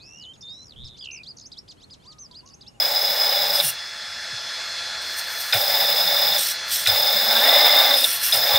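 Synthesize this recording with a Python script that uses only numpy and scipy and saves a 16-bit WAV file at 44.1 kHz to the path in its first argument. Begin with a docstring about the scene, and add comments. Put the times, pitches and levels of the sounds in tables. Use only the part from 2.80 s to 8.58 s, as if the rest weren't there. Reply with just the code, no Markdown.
"""Inside a scale-model excavator

A pump drive runs four times, under way at the start and at the end: noisy tooth contacts ring steel and
plastic modes, and shaft overtones whine under load. Servos hiss in short moves, and one creeps with a
chopped buzz. Short noise blows knock, and sagging low sines thump as the chassis rocks. Behind it all
a small fan whines: sine orders over coloured air noise and a low room rumble."""
import sys
import numpy as np
from scipy import signal
from scipy.fft import rfft, irfft, next_fast_len
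from scipy.io import wavfile
from scipy.ndimage import uniform_filter1d, map_coordinates

SR = 44100
rng = np.random.default_rng(int(sys.argv[2]) if len(sys.argv) > 2 else 0)


def bounce(signal):
    """Save signal as a 16-bit WAV file at the path given by the first command-line argument."""
    frames = np.transpose(np.atleast_2d(signal))
    limited = np.clip(frames, -1, 1)
    pcm = np.round(limited * 32767).astype(np.int16)
    wavfile.write(sys.argv[1], SR, pcm)


N = 255006

# Levels within a table are relative unless its comment says otherwise.
# Pump runs: start t/s, stop t/s, starting surge level/dB before each part's own scaling
PUMP_RUNS = [(-.1, .811, 0), (2.724, 3.572, 10), (4.071, 5.25, 7), (5.523, 5.9, 7)]
# Oil pressure on the pump: t/s, level/dB
OIL_LOAD = [(0, -1), (.8, 0), (2.84, -5), (2.92, -1), (3.4, .4), (3.58, 0), (4.1, -2.5), (4.45, .8),
            (4.6, 4.5), (4.78, 7), (5.05, 5), (5.14, 3.5), (5.18, -2.5), (5.3, -4), (5.62, -4), (5.73, 3)]
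# Pump shaft speed before its jitter: t/s, f/Hz (turns a second)
SHAFT_SPEED = [(0, 155), (.85, 175), (2.75, 200), (2.95, 158), (3.6, 170), (4.2, 146), (4.42, 212),
               (4.59, 228), (4.65, 268), (4.74, 290), (4.79, 297), (5.08, 295.6), (5.125, 279), (5.3, 260),
               (5.5, 165)]
# The microphone moves in: t/s, level/dB
NEARNESS = [(0, -4), (.9, -2), (1.1, -4), (1.45, -2), (1.9, 0), (3.7, 1), (5.78, 2)]
# Pump parts by name: base level/dB, dB per dB of load, of nearness, of surge,
# spin-up time constant/s, surge fade time constant/s, run-out t60/s
PUMP_PARTS = dict(ring=(-28.5, 1.1, .2, 1.3, .002, .03, .1), bracket=(-27, .95, 1.7, 1.2, .004, .03, .25),
              bell=(-22.3, .42, -.1, .7, .002, .015, .05), drum=(-32.5, 1.05, -.1, 1.9, .045, .1, .25),
              rasp=(-31, 1.25, .1, 1.5, .012, .09, .15), hiss=(-28, .5, .5, .7, .015, .15, .2),
              hum=(-56, .7, .9, .1, .02, .05, .5))
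# Steel housing modes: f/Hz, width/Hz, level/dB
HOUSING_MODES = [(2835, 30, -15), (3452, 55, 0), (3965, 85, -2)]
# Bracket modes: f/Hz, width/Hz, level/dB
BRACKET_MODES = [(3622, 55, 0), (3740, 70, -9)]
# Modes of the motor's spinning cup: f/Hz, width/Hz, level/dB
BELL_MODES = [(5068, 40, 0), (4985, 80, -14)]
# Plastic body panel modes: f/Hz, width/Hz, level/dB
PANEL_MODES = [(488, 26, -19), (573.6, 42.7, 6), (724, 24, -1.5), (807, 51, 3), (888, 37, -9)]
# Boom of the frame: f/Hz, width/Hz, level/dB
CHASSIS_MODES = [(225, 70, 10)]
# Spectrum of the pump's rasp: f/Hz, level/dB per Hz
RASP_SPECTRUM = [(25, -50), (70, -30), (230, -22), (330, -40), (433, -14.5), (583, -2), (724, -0.5),
                 (824, -5.5), (1020, -10.5), (2030, -6), (2170, -3.5), (2500, -12), (3200, -10),
                 (4160, -33), (7040, -120)]
# Valve block modes: f/Hz, width/Hz, level/dB
VALVE_MODES = [(4430, 1500, -22.5), (5620, 120, -19), (7080, 120, -9), (7650, 150, -12), (8250, 180, -13),
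               (8900, 400, -12), (9970, 390, -14), (10600, 310, -12.5), (11760, 200, -12.5),
               (12800, 220, 2.5), (13750, 250, -4), (14100, 220, -.6), (14750, 310, -5), (15560, 220, 5)]
# Whine overtones: multiple of shaft speed, level/dB on top of the whine level
WHINE_OVERTONES = [(4, -6.5), (5, -10), (6, -8.5), (7, -1)]
# Servo moves: start t/s (18 dB below full), length/s, full level/dB, rise/s per 18 dB, sag level/dB, servo
SERVO_MOVES = [(.72, .09, -30, .03, 3, "near"), (.81, .085, -22, .03, .5, "near"),
               (2.73, .2, -30, .005, 12, "far"), (3.5, .07, -34, .04, .5, "far"),
               (3.575, .145, -22.5, .008, 2, "far"), (3.885, .085, -21, .04, 1.5, "far"),
               (3.98, .07, -27, .015, 5, "far"), (4.066, .015, -23, .008, .5, "far"),
               (5.14, .08, -27, .03, .5, "near"), (5.225, .14, -21, .02, 4, "near"),
               (5.4, .12, -18.5, .04, 7, "near"), (5.525, .045, -22.5, .015, 2.1, "near")]
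# Case modes of the near servo: f/Hz, width/Hz, level/dB
NEAR_CASE_MODES = [(2794, 150, -1.5), (3350, 83, -1), (4020, 1400, -11), (5350, 280, -.6),
                   (5830, 150, -1.5), (7710, 300, -8), (8900, 300, -2.5), (9350, 270, 2.5),
                   (10630, 190, -12), (11650, 400, 2), (12800, 300, -8), (13400, 400, -16),
                   (14400, 300, -5), (15150, 300, -1)]
# Case modes of the far servo: f/Hz, width/Hz, level/dB
FAR_CASE_MODES = [(3190, 590, -5), (4000, 350, -.4), (4700, 270, -3), (5390, 220, 2.5), (5850, 200, 1.2),
                  (6670, 300, -10.5), (7600, 220, -4), (8400, 260, -1), (8930, 440, -4), (9640, 550, -8),
                  (11050, 590, -5), (11950, 300, 1.5), (13000, 300, -6), (13700, 320, -5),
                  (14700, 500, -1.5)]
# Servo creeping against load: t/s, gear level/dB, buzz level/dB, before twitches and chopping
CREEP_LEVELS = [(2.21, -51, -57), (2.3, -47, -49), (2.49, -45, -47), (2.53, -41, -41), (2.724, -39, -39)]
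# Twitches of that servo: t/s, level/dB over the strain, half width/s
CREEP_TWITCHES = [(2.222, 6, .008), (2.39, 14, .022), (2.612, 8, .014)]
# Gear modes of the creeping servo: f/Hz, width/Hz, level/dB
CREEP_GEAR_MODES = [(5600, 760, 0), (8600, 360, -2), (9050, 330, -1), (9800, 330, -6)]
# Buzz modes of the creeping servo: f/Hz, width/Hz, level/dB
CREEP_BUZZ_MODES = [(11500, 250, -2), (12200, 250, -1), (12850, 300, -1), (13600, 300, -6),
                    (14900, 500, -2), (15400, 150, -6)]
# Slack taken up: t/s, rattle level/dB into the modes, dull level/dB and crack level/dB relative to the rattle
SLACK_KNOCKS = [(0.8006, 2, -30, -28), (2.7252, 1, -13, -24), (2.7414, 1.5, -23, -22),
                (4.0587, .4, -14, -24), (4.0721, 6, -32, -23), (5.243, 3, -34, -24),
                (5.5233, 1.5, -24, -27)]
# Chassis jolts: t/s, level/dB before make-up gain, settled f/Hz, t60/s, pitch excess at the start (fraction)
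CHASSIS_JOLTS = [(.838, -36, 130, 0.21, 0.57), (1.521, -41.5, 95, 0.15, 2.1), (2.748, -30, 100, 0.16, .3),
                 (4.07, -34.5, 96, 0.25, .5), (5.544, -38, 110, 0.17, 0.54), (5.738, -32, 85, 0.094, .6)]
# Faint fan lines that follow the air level: multiple of fan speed, level/dB
FAINT_FAN_LINES = [(1, -65), (3, -59), (4, -57), (5, -52), (8, -47), (10, -44.5), (15, -51.5), (16, -53),
                   (27, -78), (28, -86), (35, -48), (40, -56), (45, -69)]
# Loud fan lines: multiple of fan speed, level/dB, dB per dB of nearness,
# t/s when the microphone passes the loud spot, level/dB gained there
LOUD_FAN_LINES = [(20, -36, .5, 1.8, .6), (24, -41, 1.5, 1.9, 2.1), (25, -41, 2.1, 2.2, 4),
                  (30, -41, .1, 1.6, 4.5)]
# Spectrum of the fan's air rush: f/Hz, level/dB per Hz
AIR_SPECTRUM = [(180, -42), (300, -22.5), (510, -15.5), (680, -9.5), (852, -12.5), (1210, -8.5), (1680, 0),
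                (3050, -11.5), (3480, -2.5), (3780, -6.5), (4170, -2), (5260, -4.5), (5530, -8.5),
                (11100, -26), (15700, -38)]
# Spectrum of the low room rumble: f/Hz, level/dB per Hz
ROOM_SPECTRUM = [(15, -63), (25, -25), (75, 6), (177, -7.5), (236, -0.5), (348, -21), (375, -71),
                 (500, -5.5), (650, 9), (1100, -120)]
# Duller body answer and broad crack of a knock: f/Hz, width/Hz, level/dB
DULL_MODES = [(1490, 130, 0), (2390, 340, 0)]
CRACK_MODES = [(11000, 9600, 0)]

WHINE_DB, WHINE_LOAD_DB = -29.5, 3.5  # base level, and the load that reaches it
WHINE_DROP = 6  # dB lost per dB of load below that
MOVE_SWING_DB, MOVE_STOP_S = 18, .035  # a servo move falls by the swing in this time
SERVO_PATCHY_DB = 1.8  # bands of a servo's hiss come and go by this much
BUZZ_HZ, CHOP_DEPTH = 395, .6  # mean drive pulse rate of the creeping servo, depth 0 to 1
FIRST_BLOW = 7  # first sample of a knock, against the unit noise that follows
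FAN_HZ = 171.3  # mean turns a second
AIR_DB, ROOM_DB = -32, -55  # rms; the air is also moved by nearness
SPOT_S = .35  # half width of the passage through a loud spot
TOP_HZ = 15750  # band limit of the input stage


def pump():
    """Uneven tooth contacts shake housing, motor and body modes; the shaft hums unsteadily."""
    runout = wobble(45)  # gear run-out throbs, felt by each noisy part
    teeth = amp(0.41 * runout) * grit(300, lump_db=2.1)
    ring = strength("ring") * unit(rung(teeth, HOUSING_MODES))
    bracket = strength("bracket") * unit(rung(teeth, BRACKET_MODES))

    bell_noise = amp(0.21 * runout) * rng.standard_normal(N)
    bell = strength("bell") * shaken(bell_noise, BELL_MODES)

    panels = rung(amp(0.54 * runout) * grit(65, lump_db=.9), PANEL_MODES)
    # Small panels radiate no bass
    radiated = filtered(panels, lambda hz: 1 / (1 + (340 / (hz + 1)) ** 3))
    drum = strength("drum") * unit(radiated)

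    rasp = strength("rasp") * coloured(amp(1.3 * runout) * grit(300, lump_db=1.5), RASP_SPECTRUM)
    hiss = strength("hiss") * shaken(amp(0.65 * runout) * grit(400, lump_db=1.5), VALVE_MODES)
    return ring + bracket + bell + drum + rasp + hiss + shaft_hum()


def shaft_hum():
    """The shaft's sine booms in the frame, and its octave sings where it meets a panel mode."""
    speed = curves(SHAFT_SPEED)[0]
    turn = 2 * np.pi * np.cumsum(speed * (1 + 0.03 * wobble(50))) / SR
    sway = 0.79 + 0.52 * wobble(35)  # the hum comes and goes
    level = strength("hum")
    shaft = level * np.sin(turn)
    octave = amp(14) * rung(level * np.sin(2 * turn), PANEL_MODES)
    return sway * (amp(-5) * shaft + rung(shaft, CHASSIS_MODES) + octave)


def strength(part):
    """A part spins up with a surge, follows load and nearness, and runs out."""
    db, by_load, by_near, by_surge, up_s, fade_s, out_s = PUMP_PARTS[part]
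    t = np.arange(N) / SR
    load_db, near_db = curves(OIL_LOAD)[0], curves(NEARNESS)[0]
    running = 0
    for start, stop, surge_db in PUMP_RUNS:
        since = np.maximum(t - start, 0)
        surge = by_surge * surge_db * np.exp(-since / fade_s)
        run_out_db = -60 * np.maximum(t - stop, 0) / out_s
        running = running + (1 - np.exp(-since / up_s)) * amp(surge + run_out_db)
    return running * amp(db + by_load * load_db + by_near * near_db)


def whine():
    """Under full load, shaft overtones sing and throb about once per turn of the slower gear."""
    hz, load_db = curves(SHAFT_SPEED)[0], curves(OIL_LOAD)[0]
    db = WHINE_DB + WHINE_DROP * np.minimum(load_db - WHINE_LOAD_DB, 0)
    turn = 2 * np.pi * np.cumsum(hz * (1 + 0.005 * wobble(60))) / SR
    throb = 1 + .6 * np.cos(turn / 13)  # once per 13 shaft turns
    overtones = sum(amp(db + level + 2.5 * wobble(40)) * np.sin(k * turn) for k, level in WHINE_OVERTONES)
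    return throb * overtones


def servos():
    """Tiny fast gears hiss in each servo case while it moves."""
    t, out = np.arange(N) / SR, np.zeros(N)
    for servo, case in (("near", NEAR_CASE_MODES), ("far", FAR_CASE_MODES)):
        level = np.zeros(N)
        for start, length, db, rise, sag_db, mover in SERVO_MOVES:
            if mover != servo:
                continue
            end = start + max(length, rise)
            times = [start - 2 * rise, start + rise, end, end + 3 * MOVE_STOP_S]
            shape_db = [-3 * MOVE_SWING_DB, 0, -sag_db, -sag_db - 3 * MOVE_SWING_DB]
            level += amp(db + np.interp(t, times, shape_db, left=-120, right=-120))
        hiss = shaken(grit(180, lump_db=1.2), case)
        out += level * patchy(hiss, depth_db=SERVO_PATCHY_DB)
    return out


def creep():
    """A straining servo chops its hiss at the drive rate and twitches now and then."""
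    t = np.arange(N) / SR
    gear_db, buzz_db = curves(CREEP_LEVELS)
    begin, end = CREEP_LEVELS[0][0], CREEP_LEVELS[-1][0]
    gate = np.clip(np.minimum(t - begin, end - t) / .006, 0, 1)  # 6 ms fades
    twitch_db = sum(db * np.exp(-((t - s) / width) ** 2) for s, db, width in CREEP_TWITCHES)
    beat = np.cos(2 * np.pi * np.cumsum(BUZZ_HZ * (1 + .03 * wobble(30))) / SR)
    gear = amp(gear_db) * shaken(grit(180, lump_db=0.6), CREEP_GEAR_MODES)
    buzz = amp(buzz_db) * shaken(grit(200, lump_db=1.5), CREEP_BUZZ_MODES)
    return gate * amp(twitch_db) * (1 + CHOP_DEPTH * beat) * (gear + buzz)


def knocks():
    """Each knock is a short rattle into the steel modes, with a duller part and a crack."""
    t = np.arange(SR // 20) / SR
    steel, dull, crack = np.zeros((3, N + SR))
    for s, db, dull_db, crack_db in SLACK_KNOCKS:
        i = slice(round(s * SR), round(s * SR) + len(t))
        rattle = rng.standard_normal((3, len(t)))
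        rattle[:, 0] = FIRST_BLOW
        steel[i] += amp(db - 60 * t / 0.02) * rattle[0]
        # The body answers a moment later
        dull[i] += amp(db + dull_db - 60 * t / 0.062) * (t > .005) * rattle[1]
        crack[i] += amp(db + crack_db - 60 * t / 0.0083) * rattle[2]
    steel_ring = amp(4) * rung(steel[:N], HOUSING_MODES + BRACKET_MODES + BELL_MODES[:1])
    dull_ring = amp(16.5) * rung(dull[:N], DULL_MODES)
    return steel_ring + dull_ring + rung(crack[:N], CRACK_MODES)


def thumps():
    """The chassis rocks on its tracks; pitch sags and the swing is uneven as the jolt settles."""
    out, t = np.zeros(N + SR), np.arange(SR // 2) / SR
    for s, db, hz, t60, excess in CHASSIS_JOLTS:
        turn = 2 * np.pi * hz * np.cumsum(1 + excess * np.exp(-t / .011)) / SR
        swell = 1 - np.exp(-t / 0.011)
        decay = amp(db + 6.5 - 60 * t / t60)  # 6.5 dB make-up for the soft swell
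        out[round(s * SR):][:len(t)] += decay * swell * np.sin(turn)
    return out[:N] * amp(3.4 * wobble(60))


def fan():
    """Clean blade and magnet orders of the turning fan over its air rush, with the room below."""
    t, near_db = np.arange(N) / SR, curves(NEARNESS)[0]
    turn = 2 * np.pi * np.cumsum(FAN_HZ * (1 + 0.00046 * wobble(8.7))) / SR

    def line(k, db):
        """One unsteady sine at a multiple of the fan speed."""
        return amp(db + 0.98 * wobble(12)) * np.sin(k * turn + rng.uniform(0, 2 * np.pi))

    faint = amp(33) * sum(line(k, db) for k, db in FAINT_FAN_LINES)
    loud = np.zeros(N)
    for k, db, by_near, s, spot_db in LOUD_FAN_LINES:
        passing = np.exp(-((t - s) / SPOT_S) ** 2)
        loud += line(k, db + by_near * near_db + spot_db * passing)
    air = patchy(coloured(rng.standard_normal(N), AIR_SPECTRUM), depth_db=1.7)
    rumble = amp(ROOM_DB) * coloured(grit(4.05, lump_db=3), ROOM_SPECTRUM)
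    return amp(AIR_DB + near_db) * (air + faint) + loud + rumble


def amp(db):
    """Decibels to linear gain."""
    return 10 ** (np.asarray(db) / 20)


def unit(x):
    """x scaled to rms 1."""
    return x / np.sqrt(np.mean(x ** 2) + 1e-20)


def curves(rows):
    """One value per sample for each column after the time."""
    s, *cols = np.transpose(rows)
    return [np.interp(np.arange(N) / SR, s, c) for c in cols]


def wobble(rate):
    """A smooth random curve, rate knots a second."""
    knots = rng.standard_normal(int(N * rate / SR) + 4)
    return map_coordinates(knots, [np.arange(N) * rate / SR])


def grit(rate, lump_db):
    """Noise whose strength comes in lumps, rate a second."""
    return amp(lump_db * wobble(rate)) * rng.standard_normal(N)


def filtered(x, response):
    """x times a complex response of frequency."""
    m = next_fast_len(N + SR // 2)  # padded so that tails do not wrap round
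    return irfft(rfft(x, m) * response(np.fft.rfftfreq(m, 1 / SR)), m)[..., :N]


def coloured(x, points):
    """x through (f/Hz, level/dB) points on a log axis, rms 1."""
    f, db = np.transpose(points)
    return unit(filtered(x, lambda hz: amp(np.interp(np.log(hz + 1), np.log(f + 1), db))))


def rung(x, modes):
    """x through resonances driven together, with alternating signs."""
    def response(f):
        return sum((-1) ** k * amp(db) * 1j * f * w / (c * c - f * f + 1j * f * w)
                   for k, (c, w, db) in enumerate(modes))
    return filtered(x, response)


def shaken(x, modes):
    """Noise in resonances shaken at different places, so their powers add; rms 1."""
    def response(f):
        return np.sqrt(sum(amp(2 * db) * (f * w) ** 2 / ((c * c - f * f) ** 2 + (f * w) ** 2)
                           for c, w, db in modes))
    return unit(filtered(x, response))


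def patchy(x, depth_db):
    """Bands of the noise swell and fade on their own; rms 1."""
    z = signal.stft(x, nperseg=512)[2]
    across_bands = uniform_filter1d(rng.standard_normal(z.shape), 5, 0)
    field = uniform_filter1d(across_bands, 6, 1)  # smoothed along time too
    return unit(signal.istft(z * amp(depth_db * unit(field)), nperseg=512)[1][:N])


def scene():
    """All sources summed at one microphone, the same in both channels."""
    machine = pump() + whine() + servos() + creep() + knocks() + thumps()
    return np.tile(machine + fan(), (2, 1))


def record(dry):
    """The input stage rounds off the highest peaks and keeps nothing above its band limit."""
    rounded = dry / (1 + np.abs(dry / .95) ** 4) ** (1 / 4)
    return filtered(rounded, lambda hz: hz < TOP_HZ)


dry = scene()
out = record(dry)
bounce(out)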